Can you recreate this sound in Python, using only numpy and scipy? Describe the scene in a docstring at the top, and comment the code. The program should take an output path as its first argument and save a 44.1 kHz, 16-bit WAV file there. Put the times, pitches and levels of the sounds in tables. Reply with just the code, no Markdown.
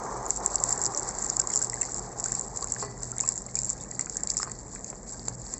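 """Stirring starch slurry into boiling syrup with a wooden spatula, close, over a kitchen's hum and rush.
From the start: dense simmer (swarms of filtered bubble rings), fading as the slurry cools it; brief dip at 0.3 s.
From 0.3 s: strokes wash syrup up the hot wall: sizzle (bubble swarms) and crackle (snapping droplets), sparse
after 4.5 s. From 0.7 s: foam dragged through the spatula (higher bubbles). From 0.9 s: air plops (rising rings).
From 1.8 s to the end: knocks on the pan (noise cracks and damped modes)."""
import sys
import numpy as np
from scipy import signal
from scipy.fft import rfft, irfft
from scipy.io import wavfile
from scipy.ndimage import uniform_filter1d

SR = 44100
rng = np.random.default_rng(int(sys.argv[2]) if len(sys.argv) > 2 else 0)


def int16_out(signal):
    """Quantize to a 16-bit WAV file."""
    q = np.round(np.clip(np.atleast_2d(signal).T, -1, 1) * 32767)
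    wavfile.write(sys.argv[1], SR, q.astype(np.int16))


N = 246738
TIME_S = np.arange(N) / SR

# background hum: f/Hz, level/dB
HUM_TONES = [(42, -64), (121.5, -50.5)]
# spectrum of the kitchen rush: f/Hz, relative density/dB per Hz
RUSH_SPECTRUM = [(20, -3), (32, -2), (42, 13), (60, 4), (85, -2), (190, 4), (300, -3.5), (430, -3),
                 (900, -10), (1300, -24.5), (1900, -18.5), (2900, -52.5), (5000, -63.5)]
# simmer level, dips briefly, then fades with cooling: t/s, level/dB
SIMMER_LEVEL = [(0, -37.5), (0.29, -38.5), (0.32, -47.5), (0.375, -46.5), (0.41, -37.5), (0.5, -41.5),
                (0.75, -39.5), (0.95, -40), (1.3, -43), (1.7, -44.5), (2.2, -45), (3.5, -52.5),
                (5.6, -57.5)]
# filter of the simmering foam: f/Hz, gain/dB
FOAM_FILTER = [(150, -30), (430, -7), (540, -8), (800, -2), (1100, -4), (1500, -10.5), (1950, -10.5),
               (2400, -21), (3000, -48.5)]
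# filter of the rolling boil: f/Hz, gain/dB
BOIL_FILTER = [(750, -1), (980, 1), (1300, -5.5), (1600, -15.5)]
# spectrum of the finest froth: f/Hz, relative density/dB per Hz
FROTH_SPECTRUM = [(3000, -16.5), (4500, -8), (6500, 10), (8500, -38.0), (10000, -50.5)]
# spatula dragged through foam: t/s, length/s, level/dB
SWIRL_STROKES = [(0.702, 0.13, -51.5), (1.07, 0.19, -51.5), (4.19, 0.014, -56)]
# filter of the dragged foam: f/Hz, gain/dB
SWIRL_FILTER = [(900, -11.5), (1400, -3.5), (1900, -1.5), (2300, -8), (2900, -15)]
# filter of the small pops: f/Hz, gain/dB
SQUELCH_FILTER = [(800, -5.5), (2000, -2.0), (2700, -9.0)]
# air pockets closed by the spatula: t/s, f/Hz, level/dB, ring to -20 dB/cycles, pitch rise/share
AIR_PLOPS = [(0.912, 1030, -39.5, 16, 0.049), (0.952, 565, -37.5, 19, 0.046), (1.401, 1490, -39, 19, 0.086),
             (1.439, 997, -36, 17, 0.18), (1.501, 2020, -43.5, 19, .08), (1.538, 2950, -46, 10, .15),
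             (1.614, 1480, -39.5, 16, 0.12), (1.732, 1950, -36, 23, 0.079), (1.774, 1660, -42, 17, .1),
             (1.817, 2650, -44.5, 30, .04), (1.832, 1910, -36, 13, 0.14), (1.888, 1390, -43, 14, .08),
             (2.258, 1440, -35.5, 14, .1), (2.623, 1054, -35, 24, 0.15), (2.764, 1650, -35, 6.4, 0.069),
             (3.127, 1330, -44.5, 24, 0.037), (3.193, 3540, -43.5, 9, .1), (3.193, 2030, -41, 6.5, 0.11),
             (3.237, 2480, -45.5, 22, 0.055), (3.237, 996, -35.5, 15, 0.28), (3.275, 1760, -46, 25, 0.12),
             (3.486, 2050, -47.5, 14, 0.045), (3.569, 2340, -43.5, 30, 0.07), (3.802, 3580, -54, 46, 0.11),
             (3.921, 1890, -48, 14, .06), (4.318, 1830, -47, 9, 0.11), (4.4, 1120, -31, 5.9, 0.21),
             (4.416, 1780, -44, 8.8, .1), (4.43, 1840, -40, 9.4, .06), (4.457, 1170, -42, 6.9, .1),
             (4.498, 1780, -45, 12, .05), (5.143, 1480, -47.5, 14, 0.12)]
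# spatula on pan, before room and tone filter: t/s, level/dB, blow centre f/Hz, ring against crack level/dB
PAN_KNOCKS = [(1.8173, -46, 2170, -15), (2.8258, -30, 740, 2), (3.912, -50.5, 1850, -3.5),
              (3.9936, -34.5, 1970, -17), (4.069, -41.5, 1500, -20), (4.237, -39.5, 840, -11),
              (4.430, -31.5, 1080, -19), (4.474, -35, 950, -7), (4.760, -42.5, 1997, -20),
              (4.929, -38, 654, -15), (5.2824, -35, 620, -17), (5.537, -45.5, 1310, 3)]
# modes of the filled pan: f/Hz, level/dB, t60/s
PAN_MODES = [(409, -1.5, 0.37), (500, 7.5, 0.04), (651, -1, 0.1), (868, -8, 0.23), (1064, -2, 0.17),
             (1257, -4.5, 0.059), (1720, -9.5, 0.46), (1980, -4.5, 0.42), (2428, -6.5, 0.18),
             (2700, -6.5, 0.12), (4190, 5, 0.19), (4560, 10.5, 0.34), (5060, 5.5, 0.29), (5720, 2, 0.15)]
# tone filter of the knocks: f/Hz, gain/dB
KNOCK_FILTER = [(200, 3), (5400, -3.5), (8000, -18.5)]
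# strokes washing syrup up the wall: t/s, length/s, wetness as a sizzle level/dB
WALL_STROKES = [(0.281, .1, -39), (0.437, .12, -39), (0.635, .24, -35), (0.969, .45, -38),
                (1.507, .13, -33), (1.723, .27, -38.5), (2.195, .2, -37.5), (2.549, .17, -39),
                (2.798, .015, -35), (3.02, .03, -40), (3.168, .24, -39), (3.568, .14, -39.5),
                (3.785, .02, -40), (3.99, .06, -40.5), (4.148, .05, -39), (4.299, .14, -36),
                (4.737, .02, -43), (4.861, .05, -42), (5.096, .04, -40), (5.256, 0.028, -42),
                (5.444, .02, -42), (5.531, .03, -38.5)]
# filter of sizzle and droplets: f/Hz, gain/dB
SIZZLE_FILTER = [(1500, -26), (2300, -30), (3000, -44.5), (3700, -35.5), (4500, -23.5), (5100, -20.5),
                 (6300, -16.5), (7050, -5.5), (7550, 0.5), (7850, -8), (8150, -23), (8450, -37.5),
                 (9200, -41.5), (11000, -62), (15000, -79)]
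# faint, very high noise ticks: t/s, peak level/dB
HIGH_TICKS = [(0.2839, -41), (0.4514, -47), (0.704, -40), (1.5547, -35.5), (3.665, -45)]
# spectrum of the high ticks: f/Hz, relative density/dB per Hz
HIGH_TICK_SPECTRUM = [(7000, -8.5), (9000, 5.5), (11500, 2), (15500, -14)]
# clear, short, high rings: t/s, f/Hz, level/dB
CLEAR_PINGS = [(0.305, 6050, -30), (0.556, 5800, -24), (0.5826, 4660, -35.5), (0.69, 5760, -32),
               (0.848, 6050, -26), (0.863, 5040, -26.5), (0.948, 5900, -25), (1.296, 5480, -30),
               (1.398, 5200, -30), (1.416, 5470, -29), (1.536, 5750, -30), (1.699, 5340, -32),
               (2.24, 4700, -36.5), (2.6255, 4560, -34), (2.795, 5100, -40), (2.8156, 4700, -36),
               (3.5894, 4980, -31.5), (4.273, 4730, -34), (4.3015, 5040, -24), (4.3775, 5900, -25.5),
               (4.42, 5300, -34), (4.4298, 5180, -25.5), (5.195, 4700, -40), (5.281, 4450, -35)]
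# loudest droplets bursting on the wall: t/s (the peak follows about 1 ms later), peak level/dB
LOUD_CRACKLES = [(0.2548, -25), (0.263, -21.5), (0.3051, -6.5), (0.3614, -19), (0.3729, -21), (0.4604, -6),
                 (0.543, -19.5), (0.556, -9), (0.5995, -20.0), (0.6371, -6.5), (0.6918, -15),
                 (0.706, -14.5), (0.7254, -9.5), (0.776, -19), (0.7797, -22.5), (0.815, -14.5),
                 (0.8195, -20), (0.8253, -20.0), (0.837, -13), (0.8473, -26), (0.8552, -10), (0.863, -12.5),
                 (0.948, -27), (0.9616, -21), (0.9735, -12.5), (0.977, -21), (0.995, -16.5), (1.0298, -21),
                 (1.0788, -21.0), (1.088, -18.5), (1.1854, -19.5), (1.2212, -17.5), (1.2249, -14.5),
                 (1.2442, -16.5), (1.2637, -16.5), (1.299, -10.5), (1.367, -10), (1.393, -18),
                 (1.3967, -7.5), (1.4003, -14), (1.4156, -20.5), (1.472, -13.5), (1.4895, -27),
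                 (1.501, -17.0), (1.5366, -13), (1.558, -7.5), (1.566, -13), (1.5741, -9.5), (1.6163, -15),
                 (1.6245, -12), (1.6445, -15.0), (1.6972, -18.5), (1.7315, -25), (1.8123, -14.0),
                 (1.817, -11), (1.8289, -20), (1.852, -20.5), (1.9433, -16.5), (1.981, -21),
                 (1.9932, -21.5), (2.1982, -16.5), (2.2033, -21.0), (2.2396, -16), (2.2588, -14.5),
                 (2.3193, -12.5), (2.35, -15), (2.3941, -16), (2.41, -18.0), (2.5727, -16.0),
                 (2.6254, -18.5), (2.6425, -17.0), (2.6714, -21.5), (2.7204, -13), (2.738, -19),
                 (2.7462, -22.0), (3.0319, -18), (3.1163, -20.5), (3.182, -15), (3.202, -12),
                 (3.2073, -10.5), (3.2763, -15), (3.2882, -7.5), (3.321, -20.5), (3.3564, -22),
                 (3.3768, -16.5), (3.4636, -25), (3.5538, -10.5), (3.568, -21), (3.5884, -14.0),
                 (3.6168, -19), (3.6327, -18), (3.6453, -16.5), (3.6538, -18.5), (3.6633, -25),
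                 (3.6934, -16), (3.7003, -10.5), (3.7061, -18), (3.912, -22), (3.993, -13), (4.0092, -13.5),
                 (4.0587, -22), (4.0963, -17.5), (4.1686, -11.5), (4.2337, -13.5), (4.2719, -16.5),
                 (4.2996, -18), (4.3022, -11.5), (4.3163, -18), (4.3364, -21), (4.3684, -13.5),
                 (4.3777, -20), (4.388, -17), (4.4294, -16), (4.439, -22), (4.5154, -22), (4.844, -20.5),
                 (5.2829, -14), (5.5375, -17.5)]

BOIL_DB, BOIL_COOLING_DB_PER_S = -1.5, 4.5  # boil against simmer
FROTH_START_DB, FROTH_COOLING_DB_PER_S = -51.5, 3.5
SQUELCH_DB = -22.5  # against wall wetness
WASH_ATTACK_S, WASH_RELEASE_S = 0.044, 0.071  # syrup runs up, boils off
RIM_START_DB, RIM_COOLING_DB_PER_S = -42, 0.66  # wetness between strokes
DROPLET_COUNT, DROPLET_PEAK_DB = 110, 11  # lesser droplets; peak against wetness
SNAP_HZ, SNAP_SPREAD_SHARE, SNAP_RISE_S = 7136, 0.074, 0.0011  # droplet ring; its time to peak
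DROPLET_LOW_HZ, DROPLET_HIGH_HZ, DROPLET_BUBBLE_DB = 5110, 6890, -24.5  # bubble; level against snap's peak
TOP_HZ = 15800


def undb(db):
    """Decibels to gain."""
    return 10 ** (np.asarray(db) / 20)


def level(x, db):
    """Scale to an rms level."""
    return x * undb(db) / np.sqrt(np.mean(x ** 2))


def burst_level(x, db, size=176):
    """Scale a short sound so that its loudest 4 ms have this rms level."""
    return x * undb(db) / np.sqrt(uniform_filter1d(x ** 2, size).max())


def colour(x, points):
    """Zero-phase filter through (Hz, dB) points, falling 20 dB per octave beyond its ends."""
    hz, db = np.transpose(points)
    octave = np.log2(np.maximum(np.fft.rfftfreq(len(x), 1 / SR), 1))
    beyond = np.abs(octave - np.clip(octave, np.log2(hz[0]), np.log2(hz[-1])))
    gain_db = np.interp(octave, np.log2(hz), db) - 20 * beyond
    return irfft(rfft(x) * undb(gain_db), len(x))


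def walk(rate_hz):
    """Smoothed random steps with an rms of 1."""
    size = max(int(SR / rate_hz), 1)
    steps = np.repeat(rng.standard_normal(N // size + 1), size)[:N]
    smooth = uniform_filter1d(uniform_filter1d(steps, size), size)
    return level(smooth, 0)


def add(out, start_s, x):
    """Mix a short sound in at a time."""
    start = int(np.clip(start_s * SR, 0, N))
    out[start:start + len(x)] += x[:N - start]


def swell(start_s, length_s, attack_s, release_s):
    """Stroke envelope: rises before start_s, holds, dies away exponentially."""
    rise = np.clip(1 + (TIME_S - start_s) / attack_s, 0, 1)
    return rise * np.exp(-np.maximum(TIME_S - start_s - length_s, 0) / release_s)


def bubble(t_s, hz, cycles, rise):
    """Damped bubble ring: fades 20 dB in the given cycles while its pitch rises by the share."""
    age = t_s * hz / cycles
    phase = 2 * np.pi * hz * t_s * (1 + rise * np.minimum(age, 2) / 2)
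    return np.sin(phase) * 10 ** -age


def swarm(low_hz, high_hz, cycles, rise, spread_db, count, size):
    """Sum of small bubbles with random times, pitches, dampings and strengths."""
    when, pitch, loud, damping = rng.random((count, 4)).T
    hz = low_hz * (high_hz / low_hz) ** pitch
    rings = bubble(np.arange(size) / SR, hz[:, None], cycles * (.5 + damping[:, None]), rise)
    gain = undb(-spread_db * np.sqrt(loud))  # many faint, few strong
    at = (when * N).astype(int)[:, None] + np.arange(size)
    return np.bincount(at.ravel(), (rings * gain[:, None]).ravel(), N)[:N]


def room(x, t60_s=0.21, wet_db=-11, size=12000):
    """Worktop and walls reflect a short decaying noise tail."""
    tail = rng.standard_normal(size) * np.exp(-np.log(1000) * np.arange(size) / SR / t60_s)
    return x + undb(wet_db) * signal.fftconvolve(x, tail / np.linalg.norm(tail))[:N]


def kitchen(waver=0.66, phase_waver_rad=0.69):
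    """Steady low filtered noise plus a hum that wavers in pitch and strength."""
    out = level(colour(rng.standard_normal(N), RUSH_SPECTRUM), -45)
    for hz, db in HUM_TONES:
        tone = np.sin(2 * np.pi * hz * TIME_S + phase_waver_rad * walk(10))
        out += level(tone * (1 + waver * walk(13)), db)
    return out


def froth():
    """Finest foam gives an even hiss, fading as it cools."""
    hiss = level(colour(rng.standard_normal(N), FROTH_SPECTRUM), FROTH_START_DB)
    return hiss * undb(-FROTH_COOLING_DB_PER_S * TIME_S)


def foam():
    """Soft bubbles merge into a simmer that cooling fades; the brighter rolling boil dies faster."""
    bubbles = swarm(240, 2600, cycles=3, rise=.1, spread_db=8, count=9000, size=300)
    rolling = swarm(700, 1800, cycles=4, rise=.1, spread_db=4, count=9000, size=300)
    boil = level(colour(rolling, BOIL_FILTER), BOIL_DB) * undb(-BOIL_COOLING_DB_PER_S * TIME_S)
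    simmer = level(colour(bubbles, FOAM_FILTER), 0) + boil
    return simmer * undb(np.interp(TIME_S, *np.transpose(SIMMER_LEVEL)))


def swirl(attack_s=0.046, release_s=0.05):
    """Foam dragged through the spatula's slots breaks into smaller, higher bubbles."""
    bubbles = swarm(1350, 2020, cycles=8, rise=.1, spread_db=8, count=2000, size=400)
    bubbles = level(colour(bubbles, SWIRL_FILTER), 0)
    drag = sum(undb(db) * swell(s, length_s, attack_s, release_s) for s, length_s, db in SWIRL_STROKES)
    return bubbles * drag


def squelch(wet):
    """Stirring pops small bubbles in the thick mixture, stronger on each stroke."""
    pops = swarm(880, 2370, cycles=6.6, rise=0.21, spread_db=16.5, count=450, size=700)
    return level(colour(pops, SQUELCH_FILTER), SQUELCH_DB) * wet


def plops(attack_s=0.00026, size=3000):
    """Trapped air rings briefly in thick liquid, rising in pitch as it nears the surface."""
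    out, t_s = np.zeros(N), np.arange(size) / SR
    onset = 1 - np.exp(-t_s / attack_s)
    for s, hz, db, cycles, rise in AIR_PLOPS:
        add(out, s, burst_level(bubble(t_s, hz, cycles, rise) * onset, db))
    return out


def knocks(crack_s=0.002, softness_db_per_octave=8.5, clatter_s=0.014, clatter_db=-4, size=8192):
    """Wood bumps the liquid-damped pan: a short crack plus modes, strongest near the blow's centre."""
    out, t_s = np.zeros(N), np.arange(size) / SR
    for s, db, centre_hz, ring_db in PAN_KNOCKS:
        modes = np.zeros(size)
        for hz, mode_db, t60_s in PAN_MODES:
            gain = undb(mode_db - softness_db_per_octave * abs(np.log2(hz / centre_hz)))
            decay = np.exp(-np.log(1000) * t_s / t60_s)
            modes += gain * decay * np.sin(2 * np.pi * hz * t_s) * rng.choice([-1, 1])
        # a ringing blow also sets the wooden blade clattering
        push = np.exp(-t_s / crack_s) + undb(ring_db + clatter_db) * np.exp(-t_s / clatter_s)
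        contact = [(centre_hz / 1.4, -3), (min(centre_hz, 2200), 0),
                   (min(1.57 * centre_hz, 2400), -6), (3000, -29)]
        crack = colour(np.pad(rng.standard_normal(size) * push, size), contact)
        ring = np.pad(burst_level(modes, ring_db), size)
        add(out, s - size / SR, burst_level(ring + burst_level(crack, 0), db))
    return colour(out, KNOCK_FILTER)


def wash():
    """Wall wetness: each stroke wets, holds and boils off, over a slowly cooling rim; powers add."""
    power = undb(RIM_START_DB - RIM_COOLING_DB_PER_S * TIME_S) ** 2
    for s, length_s, db in WALL_STROKES:
        power += (undb(db) * swell(s, length_s, WASH_ATTACK_S, WASH_RELEASE_S)) ** 2
    return np.sqrt(power)


def sizzle(wet):
    """Syrup on the hot wall: fine fizz and sparser ticks in little flurries, scaled by wetness."""
    fizz = swarm(3000, 9000, cycles=2, rise=0, spread_db=8, count=20000, size=48)
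    ticks = swarm(3700, 8300, cycles=9, rise=.03, spread_db=24, count=2600, size=200)
    flurry = undb(4.3 * np.tanh(walk(60)))
    fizz = level(colour(fizz, SIZZLE_FILTER), -6.5)
    ticks = level(colour(ticks, SIZZLE_FILTER), -7.0)
    return (fizz + ticks) * flurry * wet


def high_ticks(decay_s=0.0029, size=512):
    """Faint, very high noise ticks with short tails."""
    out = np.zeros(N)
    decay = np.exp(-np.arange(size) / SR / decay_s)
    for s, db in HIGH_TICKS:
        tick = colour(np.pad(rng.standard_normal(size) * decay, size), HIGH_TICK_SPECTRUM)
        add(out, s - size / SR, undb(db) * tick / np.abs(tick).max())
    return out


def ping(hz, cycles, attack_s=0.00033, size=1024):
    """High damped ring of one tiny bubble, with a soft onset."""
    t_s = np.arange(size) / SR
    return bubble(t_s, hz, cycles, rise=0.012) * (1 - np.exp(-(t_s / attack_s) ** 2))


def pings(cycles=14):
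    """Some bursts have a clear, short ring at 4.4 to 6 kHz."""
    out = np.zeros(N)
    for s, hz, db in CLEAR_PINGS:
        add(out, s, burst_level(ping(hz, cycles), db))
    return out


def droplet(ring_s=0.00055, snap_s=0.0025, snap_db=-7, scatter_s=0.0022, scatter_db=-31, cycles=13, size=1024):
    """A droplet snaps, rings over a faint lower bubble and scatters round the pan; padded, peak 1."""
    t_s, noise = np.arange(size) / SR, rng.standard_normal(size)
    ring_hz = SNAP_HZ * (1 + SNAP_SPREAD_SHARE * (2 * rng.random() - 1))
    ring = np.sin(2 * np.pi * ring_hz * t_s) * np.exp(-t_s / (ring_s * (.5 + rng.random())))
    snap = noise * (undb(snap_db) * np.exp(-t_s / snap_s) + undb(scatter_db) * np.exp(-t_s / scatter_s))
    bright = colour(np.pad(ring + snap, size), SIZZLE_FILTER)
    low_hz = DROPLET_LOW_HZ + (DROPLET_HIGH_HZ - DROPLET_LOW_HZ) * rng.random()
    low = np.pad(ping(low_hz, cycles, size=size), size)
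    burst = bright / np.abs(bright).max() + burst_level(low, DROPLET_BUBBLE_DB)
    return burst / np.abs(burst).max()


def crackles(wet, size=1024):
    """Loud droplets burst at set times, lesser ones at random, more often and stronger on a wet wall."""
    out = np.zeros(N)
    for s, db in LOUD_CRACKLES:
        add(out, s + SNAP_RISE_S - size / SR, undb(db) * droplet(size=size))
    due = np.cumsum(wet ** 2)  # equal shares of wet power, one droplet in each
    shares = (np.arange(DROPLET_COUNT) + rng.random(DROPLET_COUNT)) / DROPLET_COUNT
    strength = wet * undb(DROPLET_PEAK_DB)
    for start in np.searchsorted(due, due[-1] * shares):
        add(out, (start - size) / SR, strength[start] * droplet(size=size))
    return out


def scene():
    """Sum at one microphone, same on both channels; liquid and pan sounds pass through the room."""
    wet = wash()
    pan = room(foam() + froth() + swirl() + squelch(wet) + plops() + knocks())
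    bright = sizzle(wet) + high_ticks() + pings() + crackles(wet)
    mono = kitchen() + pan + bright
    return np.array([mono, mono])


def record(dry):
    """Steep elliptic low-pass at TOP_HZ."""
    return signal.sosfilt(signal.ellip(8, .2, 70, TOP_HZ, fs=SR, output="sos"), dry)


dry = scene()
out = record(dry)
int16_out(out)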